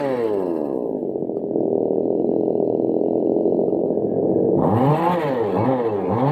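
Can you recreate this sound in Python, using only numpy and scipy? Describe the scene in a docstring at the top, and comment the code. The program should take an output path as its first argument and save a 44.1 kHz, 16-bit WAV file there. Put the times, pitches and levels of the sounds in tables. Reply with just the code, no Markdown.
"""A two-stroke chainsaw winds down from high revs, howling and rattling its chain, in a tree over a walled
yard. It settles to a misfiring idle, swings round, and is blipped three times. Every stroke pops through
the muffler; at speed the pops fuse into a boom and a howl, and an open throttle swells a low drone, a
bark, a sputter and a gas rasp. The chain sizzles on the bar, the piston ticks, the clutch drum rings,
a loose link tinkles, twigs knock, and the walls answer the exhaust."""
import sys
import numpy as np
from scipy import signal
from scipy.fft import rfft, irfft, next_fast_len
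from scipy.io import wavfile
from scipy.ndimage import uniform_filter1d, minimum_filter1d, map_coordinates

SR = 44100
rng = np.random.default_rng(int(sys.argv[2]) if len(sys.argv) > 2 else 0)


def digitize_waveform(pressure):
    """Quantize a signal to 16-bit integers and store it at the path in sys.argv[1].

    Rows of a 2-D input are taken as channels; values are limited to [-1, 1].
    """
    field = np.atleast_2d(pressure).T
    bounded = np.clip(field, -1, 1)
    quanta = np.round(bounded * 32767).astype(np.int16)
    wavfile.write(sys.argv[1], SR, quanta)


N = 278345
TIME_S = np.arange(N) / SR


def amp(db):
    """Decibels to gain."""
    return 10 ** (np.asarray(db) / 20)


def curves(rows):
    """An automation curve for each column after the time."""
    times, *columns = np.transpose(rows)
    return [np.interp(TIME_S, times, column) for column in columns]


def along(points, hz):
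    """Read (freq_hz, value) points on a log frequency axis."""
    freqs, values = np.transpose(points)
    return np.interp(np.log(hz + 1), np.log(freqs + 1), values)


def steady(x, size=4400):
    """Ride x to a running rms of 1."""
    power = uniform_filter1d(uniform_filter1d(x * x, size), size // 2)
    return x / np.sqrt(np.abs(power) + 1e-20)


def wobble(rate_hz):
    """A smooth random modulator."""
    knots = rng.standard_normal(int(N * rate_hz / SR) + 4)
    return map_coordinates(knots, [np.arange(N) * rate_hz / SR])


def lagged(x, seconds):
    """Follow x with a first-order lag."""
    keep = np.exp(-1 / (seconds * SR))
    return x[0] + signal.lfilter([1 - keep], [1, -keep], x - x[0])


def pulses(times, sizes):
    """Impulses placed between samples."""
    at = np.clip(times * SR, 0, N)
    i = at.astype(int)
    return (np.bincount(i, sizes * (1 - at + i), N + 2) + np.bincount(i + 1, sizes * (at - i), N + 2))[:N]


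def gated(turns, start, sharpness, leak):
    """Noise that bursts once a turn and dies away, over a constant leak."""
    return rng.standard_normal(N) * (leak + np.exp(-sharpness * ((turns - start) % 1)))


def colour(x, spectrum, lean=1, size=8192):
    """EQ x; at lean 1 a pulse starts abruptly, at 0 it swells as it fades."""
    cepstrum = irfft(np.log(amp(along(spectrum, np.fft.rfftfreq(size, 1 / SR)))))
    cepstrum[1:size // 2] *= 1 + lean
    cepstrum[size // 2 + 1:] *= 1 - lean
    response = np.fft.fftshift(irfft(np.exp(rfft(cepstrum))))
    return signal.fftconvolve(x, response)[size // 2:][:N]


def ring(x, modes):
    """Play x through damped resonances."""
    t = np.arange(SR // 10) / SR
    body = sum(amp(db) * width * np.exp(-np.pi * width * t) * np.sin(2 * np.pi * hz * t)
               for hz, width, db in modes)
    return signal.fftconvolve(x, body / np.abs(body).max())[:N]


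def shimmer(x, depth_db):
    """Narrow bands of x swell and fade at random."""
    bands = signal.stft(x, nperseg=1024)[2]
    field = uniform_filter1d(rng.standard_normal(bands.shape), 3, axis=0)
    field = uniform_filter1d(field, 9, axis=1)
    return signal.istft(bands * amp(depth_db * field / field.std()), nperseg=1024)[1][:N]


def scattered(x, decay_s):
    """Smear x with many tiny, dying reflections."""
    t = np.arange(SR // 40) / SR
    return signal.fftconvolve(x, rng.standard_normal(len(t)) * np.exp(-t / decay_s))[:N]


IDLE_HZ, FREE_HZ = 42, 229.5  # stroke rates: ticking over, and running free at open throttle
# the hunting idle: time_s, stroke_rate_hz
IDLE_SPEED = [(1.15, 46.69), (1.3, 40.51), (1.45, 42.59), (1.87, 38.97), (2.2, 42.9), (2.55, 41.62),
              (2.7, 40.0), (2.87, 42.13), (3.15, 42.18), (3.4, 44.22), (3.55, 43.65), (3.72, 45.86),
              (4.02, 41.91), (4.25, 45.6), (4.52, 46.75)]
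# throttle blips: open_s, shut_s, pull_per_s, drag_per_s, opening_fraction
BLIPS = [(4.563, 5.13, 2.36, 1.76, 0.94), (5.549, 5.698, 2.84, 1.181, 0.8),
         (6.077, 6.318, 2.553, 1.2, 0.72)]
def crank(start_hz=147.44, coast_drag_per_s=1.0956):
    """Strokes per second: a coast to idle, then each blip pulls toward free speed and drag takes over."""
    coast = start_hz * np.exp(-coast_drag_per_s * TIME_S)
    speed = np.maximum(coast, curves(IDLE_SPEED)[0])
    for start, shut, pull, drag, _ in BLIPS:
        headroom_hz = FREE_HZ - np.interp(start, TIME_S, speed)
        rise = FREE_HZ - headroom_hz * np.exp(-pull * np.clip(TIME_S - start, 0, shut - start))
        fall = np.exp(-drag * np.maximum(TIME_S - shut, 0))
        speed = np.where(TIME_S > start, rise * fall, speed)
    return uniform_filter1d(speed, 2000)


def gas(attack_s=0.008, release_s=0.054, lead_s=0.0024):
    """Throttle envelope, 0-1: each blip opens just ahead of the crank, holds and releases."""
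    t = TIME_S + lead_s
    return sum(opening * (1 - np.exp(-np.maximum(t - start, 0) / attack_s))
               * np.exp(-np.maximum(t - shut, 0) / release_s)
               for start, shut, _, _, opening in BLIPS)


def turned(start_s=3.236, length_s=1):
    """How far the saw has swung round, 0-1."""
    return np.clip((TIME_S - start_s) / length_s, 0, 1)


def loudness(speed, idle_db, speed_db, knee, bend, gas_db, turned_db):
    """A layer's fader, set by a LAW table: its idle level, moved by speed, throttle and facing."""
    revs = np.maximum(speed - IDLE_HZ, 0) / (FREE_HZ - IDLE_HZ)
    # knee: share of the rev range that brings most of the rise; bend: how late the rise sets in
    rise = 1 - np.exp(-(revs / knee) ** bend)
    return amp(idle_db + speed_db * rise + gas_db * gas() + turned_db * turned())


# strokes that fail to fire at idle: time_s
MISFIRES = [1.58, 1.63, 1.88, 2.03, 2.18, 2.22, 2.27, 2.39, 2.46, 2.53, 2.58, 2.65, 2.77, 2.82, 2.87, 2.92,
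            2.99, 3.04, 3.11, 3.2, 3.25, 3.34, 3.39, 3.43, 3.5, 3.57, 3.66, 3.7, 3.77, 3.82, 3.88, 3.95,
            4.0, 4.09, 4.14, 4.2, 4.47]
def strokes(speed, turns, coast_end_s=1.511, idle_below_hz=51, misfire_db=-6):
    """Time and burn strength of each stroke; the timing is loosest at idle and from the first blip on."""
    times = np.interp(np.arange(1, turns[-1]), turns, TIME_S)
    rate = np.interp(times, TIME_S, speed)
    burn_dice, timing_dice = rng.standard_normal((len(times), 2)).T
    nearest = lambda s: np.argmin(np.abs(times - s))
    # late in the coast only every third stroke fires
    to_idle = nearest(coast_end_s) - np.arange(len(times))
    misfired = (to_idle > -2) & (to_idle % 3 != 0)
    misfired[[nearest(s) for s in MISFIRES]] = True
    burn_db = np.where(rate < idle_below_hz, 1.73 * burn_dice + misfire_db * misfired, -0.74 * burn_dice)
    jitter_turns = np.where(times > BLIPS[0][0], .011, .004 + .013 * (rate.min() / rate) ** 2)
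    return times + jitter_turns * timing_dice / rate, burn_db


# the yard's reverb: freq_hz, t60_s
YARD_DECAY = [(100, .22), (380, .28), (900, .25), (3000, .17), (12000, .1)]
def yard(x, wet_db=-12, turned_db=10):
    """Direct sound plus the walls' short diffuse answer, wetter when the saw faces away."""
    hz, age, bands = signal.stft(rng.standard_normal(SR // 3), SR, nperseg=256)
    decay = amp(-60 * age / along(YARD_DECAY, hz)[:, None])
    tail = signal.istft(bands * decay, SR, nperseg=256)[1]
    tail = np.pad(tail / np.linalg.norm(tail), (SR // 250, 0))  # 4 ms pre-delay
    return x + amp(wet_db + turned_db * turned()) * signal.fftconvolve(x, tail)[:N]


def intake(speed, times, delay_turns=0.3904, airbox_hz=392):
    """The intake gulps between pops, hardest at low revs, and each gulp rings the air box."""
    rate = np.interp(times, TIME_S, speed)
    slowness = np.clip(45 / rate, 0, 1) ** 2
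    timing_dice, size_dice = rng.standard_normal((len(times), 2)).T
    gulps = pulses(times + (delay_turns + 0.012 * timing_dice) / rate, slowness * amp(2 * size_dice))
    airbox = signal.lfilter(*signal.iirpeak(airbox_hz, Q=6, fs=SR), gulps)
    return 0.41 * gulps + .8 * airbox


# the whine's sweep through the muffler: pitch_hz, gain_db
WHINE = [(200, -25), (290, 3.5), (400, 3), (490, 6.5), (580, 0.5), (700, -4)]
def overrun_whine(speed, turns):
    """While the revs fall, the port pulses merge into a whine at four times the stroke rate."""
    falling = uniform_filter1d(1. * (np.gradient(speed) < 0), size=2200)
    return 1.62 * amp(along(WHINE, 4 * speed)) * falling * speed / SR * np.cos(8 * np.pi * turns)


# the muffler's tone: freq_hz, gain_db
MUFFLER_EQ = [(40, -45), (80, -31.5), (130, -12), (168, -6), (212, -7.5), (255, 1), (335, 2), (398, 5.5),
              (460, 3.5), (560, 1), (720, -5.5), (830, -18.5), (950, -23), (1090, -46.5), (1300, -51.5),
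              (2500, -78)]
# fader ride on the pops, before the throttle ducks them: time_s, level_db
POP_LEVEL = [(0, -23), (.33, -21), (.55, -23), (1, -24.5), (1.5, -25), (1.56, -19.5), (3.1, -19.5),
             (3.45, -18), (4.12, -22), (4.27, -18.5), (4.62, -17), (5.2, -24.5), (5.35, -22), (5.8, -21.5),
             (6.31, -25.5)]
def exhaust(speed, turns, times, burn_db, soft_hz=350, duck_db=-4.5):
    """Each stroke puffs through the muffler and leaves slow eddies; a good burn adds a bang."""
    gulps = intake(speed, times)
    puffs = 0.38 * pulses(times, 1)
    eddies = 0.73 * np.sqrt(speed / SR) * steady(gated(turns, start=0, sharpness=2.1, leak=0))
    pumping = signal.sosfilt(signal.butter(2, soft_hz, fs=SR, output="sos"), puffs + gulps + eddies)
    bangs = pulses(times, amp(0.88 * burn_db))
    pops = colour(pumping + bangs + overrun_whine(speed, turns), MUFFLER_EQ, lean=0.49)
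    return amp(curves(POP_LEVEL)[0] + duck_db * gas()) * steady(yard(pops), size=5200)


def harmonics(speed, turns, spectrum, count, wander_rad, waver_db=2.5):
    """Multiples of the stroke rate that swell as they sweep through the resonances."""
    return np.sqrt(2) * sum(amp(along(spectrum, k * speed) + waver_db * wobble(25))
                            * np.cos(2 * np.pi * (k * turns + rng.random()) + wander_rad * wobble(40))
                            for k in range(1, count + 1))


# the pipe's low boom and the howl above it: pitch_hz, gain_db
BOOM_EQ = [(55, -18.5), (88, -7), (142, 1), (160, -0.5), (180, -12.5), (215, -5.5), (262, -10.5),
           (420, -28.5)]
HOWL_EQ = [(300, -28), (500, 1), (700, -12.5), (860, 1), (950, -3.5), (1060, -5.5), (1130, -19.5),
           (1230, -17), (1420, -29), (2000, -31.5)]
BOOM_LAW = dict(idle_db=-59, speed_db=18.5, knee=0.29, bend=3.7, gas_db=19.5, turned_db=2)
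HOWL_LAW = dict(idle_db=-61, speed_db=29, knee=0.24, bend=1.0, gas_db=7, turned_db=1)
def pipe(speed, turns):
    """At speed the pops fuse into a boom and a howl."""
    boom = harmonics(speed, turns, BOOM_EQ, count=3, wander_rad=0.42)
    howl = harmonics(speed, turns, HOWL_EQ, count=18, wander_rad=1.0)
    return loudness(speed, **BOOM_LAW) * boom + loudness(speed, **HOWL_LAW) * howl


# the rasp's bite: freq_hz, gain_db
RASP_EQ = [(800, -13), (1220, 8.5), (1370, -1), (1660, 2.5), (1870, 10.5), (2050, 0), (2230, 2),
           (2500, -11), (3140, -6), (3600, -6), (4300, -14), (4850, -31), (7000, -34), (12000, -63)]
RASP_LAW = dict(idle_db=-79, speed_db=42.5, knee=0.34, bend=1.9, gas_db=-7.5, turned_db=3)
def gas_rasp(speed, turns, times, flutter, snort_db=-51):
    """Gas jets and cracks out of the port at each stroke; the intake snorts as air starts to flow."""
    jet = steady(gated(turns, start=0.037, sharpness=0.92, leak=1.0) * amp(1.6 * wobble(120)))
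    cracks = steady(scattered(pulses(times, 1), decay_s=0.005))  # rattling round the muffler shell
    crack_gain = .7 * np.clip(speed / IDLE_HZ / 3, 0, 1) ** 2
    rasp = colour((jet + crack_gain * cracks) * flutter, RASP_EQ)
    snort = amp(snort_db) * lagged(gas(), seconds=.04)
    return (loudness(speed, **RASP_LAW) + snort) * steady(shimmer(rasp, depth_db=2.0))


# the rattle's tone: freq_hz, gain_db
RATTLE_EQ = [(900, -18.5), (1230, 5.5), (1450, -2), (1750, 3), (2050, -1), (2230, 2), (2450, -2),
             (2800, -5), (3500, -10.5), (4350, -12), (4850, -25.5), (7000, -29.5), (12000, -43.5)]
# fader ride on the rattle: time_s, level_db
RATTLE_LEVEL = [(0, -42.5), (.29, -47.5), (.38, -75.5), (1, -94), (4.6, -89), (4.78, -45.5), (5.17, -38.5),
                (5.4, -43), (5.6, -42.5), (5.76, -52.5), (5.92, -51.5), (6.08, -50), (6.31, -50.5)]
def chain_rattle(turns, hits_per_s=1500, uneven_db=1.5, shake=0.2):
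    """Drive links knock about in the bar groove, hardest around each stroke."""
    count = int(hits_per_s * N / SR)
    times = rng.random(count) * N / SR
    sizes = rng.choice([-1, 1], count) * amp(-uneven_db * rng.standard_normal(count))
    hits = pulses(times, sizes) * (1 + shake * np.cos(2 * np.pi * turns))
    return amp(curves(RATTLE_LEVEL)[0]) * steady(shimmer(colour(hits, RATTLE_EQ), depth_db=6.5))


# the chain's bright hiss: freq_hz, gain_db
HISS_EQ = [(4000, -33.5), (5500, -5.5), (6300, -12.5), (7500, 1.5), (8600, 4), (10500, -4.5), (12000, 1.5),
           (13200, 5), (14500, 0), (16000, -14)]
# links clinking on the bar: pitch_hz, width_hz, gain_db
LINK_MODES = [(1190, 110, -1), (1720, 100, 2.5), (1890, 110, -5), (2690, 66, 5), (4140, 300, -8.5),
              (5000, 110, -9.5), (8700, 210, -10)]
# the sizzle dims after the first blip: time_s, gain_db
SIZZLE_TRIM = [(5.28, 1), (5.4, -7), (5.58, -0.5), (5.7, -11), (5.83, -9.5), (5.95, -10.5), (6.31, -7)]
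HISS_LAW = dict(idle_db=-89, speed_db=29, knee=0.17, bend=0.73, gas_db=3, turned_db=2)
LINKS_LAW = dict(idle_db=-93, speed_db=35.5, knee=0.12, bend=1.9, gas_db=0, turned_db=-3.5)
def chain_sizzle(speed, turns, flutter, grit_db=2.5, clink_db=6.0):
    """The chain hisses, flaps and clinks along the bar, trailing the crank through the clutch."""
    chain_speed = lagged(speed, seconds=0.045)
    sliding = gated(turns, start=0.018, sharpness=2, leak=0.76) * amp(grit_db * wobble(380))
    hiss = steady(shimmer(colour(sliding * flutter, HISS_EQ), depth_db=4.5))
    contacts = rng.standard_normal(N) * amp(clink_db * wobble(70))
    clinks = steady(shimmer(ring(contacts, LINK_MODES), depth_db=0.5))
    sizzle = loudness(chain_speed, **HISS_LAW) * hiss + loudness(chain_speed, **LINKS_LAW) * clinks
    return amp(curves(SIZZLE_TRIM)[0]) * sizzle


# the ring of the cylinder and of the clutch drum: pitch_hz, width_hz, gain_db
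CYLINDER_MODES = [(2828, 130, -3.5), (3974, 42, -3), (4350, 52, -6.5), (4600, 40, -16.5), (5360, 45, -14),
                  (7940, 25, -11.5)]
CLUTCH_MODES = [(1659, 39, 7.5), (1890, 190, -12.5), (2600, 77, -17)]
# floor under both faders, heard at idle: time_s, tick_db, clutch_db
METAL_FLOOR = [(1.4, -92, -89), (2.3, -72.5, -91), (3.55, -72.5, -88.5), (3.78, -78, -98.5),
               (3.95, -81.5, -68)]
TICK_LAW = dict(idle_db=-95.5, speed_db=48, knee=0.24, bend=1, gas_db=-14.5, turned_db=-15.5)
CLUTCH_LAW = dict(idle_db=-94.5, speed_db=43.5, knee=0.15, bend=1.4, gas_db=3.5, turned_db=-7)
def piston_and_clutch(speed, turns, waver_db=5.0):
    """The piston slaps the cylinder ahead of each pop, and the shaking rings the clutch drum."""
    tick_db, clutch_db = curves(METAL_FLOOR)
    slaps = gated(turns, start=0.76, sharpness=11, leak=.015)
    shaking = gated(turns, start=0.017, sharpness=2.4, leak=0.12)
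    ticks = steady(ring(slaps, CYLINDER_MODES))
    drum = steady(ring(shaking, CLUTCH_MODES)) * amp(waver_db * wobble(16))
    return ((amp(tick_db) + loudness(speed, **TICK_LAW)) * ticks
            + (amp(clutch_db) + loudness(speed, **CLUTCH_LAW)) * drum)


# the drone's weight and the bark's midrange: freq_hz, gain_db
DRONE_EQ = [(40, -38.5), (68, -18.5), (90, -7.5), (140, 4.5), (200, -0.5), (260, -2), (340, -12.5),
            (700, -36), (1500, -90.5)]
BARK_EQ = [(100, -21), (260, -3), (390, -9.5), (510, 6.5), (660, -6), (810, 10), (930, -3.5), (1060, -1.5),
           (1160, -9), (1250, -12), (1450, -30), (3000, -56.5)]
DRONE_LAW = dict(idle_db=-41.5, speed_db=-4.5, knee=0.095, bend=1.8, gas_db=12, turned_db=12.5)
BARK_LAW = dict(idle_db=-69.5, speed_db=24.5, knee=0.1, bend=2.2, gas_db=12, turned_db=9.5)
def drone_and_bark(speed, turns, times, burn_db, drone_rough_db=1.6, bark_rough_db=6.0):
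    """Heavy gas pulses drone, breaking into chuffs at low revs; the muffler's upper resonance barks."""
    drone_dice, bark_dice = rng.standard_normal((len(times), 2)).T
    pushes = steady(pulses(times, amp(burn_db + drone_rough_db * drone_dice)))
    chuff_gain = 1.3 * (speed.min() / speed) ** 2
    chuffs = chuff_gain * steady(gated(turns, start=0, sharpness=9.2, leak=0.044))
    bangs = pulses(times, amp(burn_db + bark_rough_db * bark_dice))
    drone = steady(yard(colour(chuffs - pushes, DRONE_EQ)))
    bark = steady(yard(colour(bangs, BARK_EQ)))
    return loudness(speed, **DRONE_LAW) * drone + loudness(speed, **BARK_LAW) * bark


# the sputter's throaty tone: freq_hz, gain_db
SPUTTER_EQ = [(80, -28.5), (240, 2), (370, -6), (500, 2.5), (690, 1.5), (810, 4), (930, 1.5), (1050, -9),
              (1230, -15), (1400, -29), (3000, -57.5)]
SPUTTER_LAW = dict(idle_db=-68, speed_db=14.5, knee=0.063, bend=2.6, gas_db=4.5, turned_db=19)
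def sputter(speed, turns, uneven_db=6.0, clean_burn_db=-6, gas_boost_db=4.8):
    """Rich mixture leaves the port in ragged bursts; the burn cleans up toward free speed."""
    bursts = gated(turns, start=0, sharpness=1.4, leak=0.25) * amp(uneven_db * wobble(90))
    trim = amp(clean_burn_db * speed / FREE_HZ + gas_boost_db * gas())
    return loudness(speed, **SPUTTER_LAW) * trim * steady(colour(bursts, SPUTTER_EQ))


# the outdoor bed: freq_hz, gain_db
AIR_EQ = [(20, 5.5), (60, -3), (200, -16.5), (1000, -33.5), (3000, -25.5), (7000, -45), (15000, -41.5)]
def outdoor_air(level_db=-65.5):
    """A faint, even rumble and hiss under the saw."""
    return amp(level_db) * steady(colour(rng.standard_normal(N), AIR_EQ))


def taps(events, modes, decay_s):
    """Small dry contacts: snaps of noise that ring a body."""
    snaps = sum(amp(db) * (TIME_S > s) * np.exp(-np.abs(TIME_S - s) / decay_s) for s, db in events)
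    return ring(snaps * rng.standard_normal(N), modes)


# the loose link's hits: start_s, strength_db
TINKLES = [(1.294, -86), (1.438, -76.5), (1.509, -80), (1.556, -80.5), (1.604, -76)]
# its ring: pitch_hz, width_hz, gain_db
LOOSE_LINK_MODES = [(3080, 83, -10.5), (5520, 58, -5)]
def loose_link():
    """A loose link tinkles as the saw settles to idle."""
    return taps(TINKLES, LOOSE_LINK_MODES, decay_s=.0006)


# twig and handle knocks: start_s, strength_db
KNOCKS = [(1.3662, -70), (3.679, -69), (3.8571, -75)]
# their dry ring: pitch_hz, width_hz, gain_db
TWIG_MODES = [(1210, 81, 8), (2820, 440, -10), (4400, 310, -11.5), (8900, 320, -13.5)]
def twig_knocks():
    """Light knocks on twigs and handle ring briefly."""
    return taps(KNOCKS, TWIG_MODES, decay_s=0.018)


def scene():
    """One crankshaft drives every part of the saw, over faint outdoor air."""
    speed = crank()
    turns = np.cumsum(speed) / SR
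    times, burn_db = strokes(speed, turns)
    engine = exhaust(speed, turns, times, burn_db)
    engine += drone_and_bark(speed, turns, times, burn_db) + sputter(speed, turns)
    flutter = amp(3.0 * wobble(35))  # rasp and chain hiss flicker together
    rasp = gas_rasp(speed, turns, times, flutter)
    metal = chain_sizzle(speed, turns, flutter) + chain_rattle(turns) + piston_and_clutch(speed, turns)
    background = outdoor_air() + twig_knocks() + loose_link()
    return (engine + pipe(speed, turns) + rasp + metal + background)[None]


def record(dry):
    """A limiter holds down the loudest pops, and a steep low-pass cuts the very top."""
    ceiling, top_hz = .48, 15700
    gain = minimum_filter1d(ceiling / np.maximum(np.abs(dry), ceiling), size=600)
    gain = uniform_filter1d(uniform_filter1d(gain, size=300), size=300)
    size = next_fast_len(N + SR // 4)
    passband = np.fft.rfftfreq(size, 1 / SR) < top_hz
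    return irfft(rfft(dry * gain, size) * passband, size)[..., :N]


dry = scene()
out = record(dry)
digitize_waveform(out)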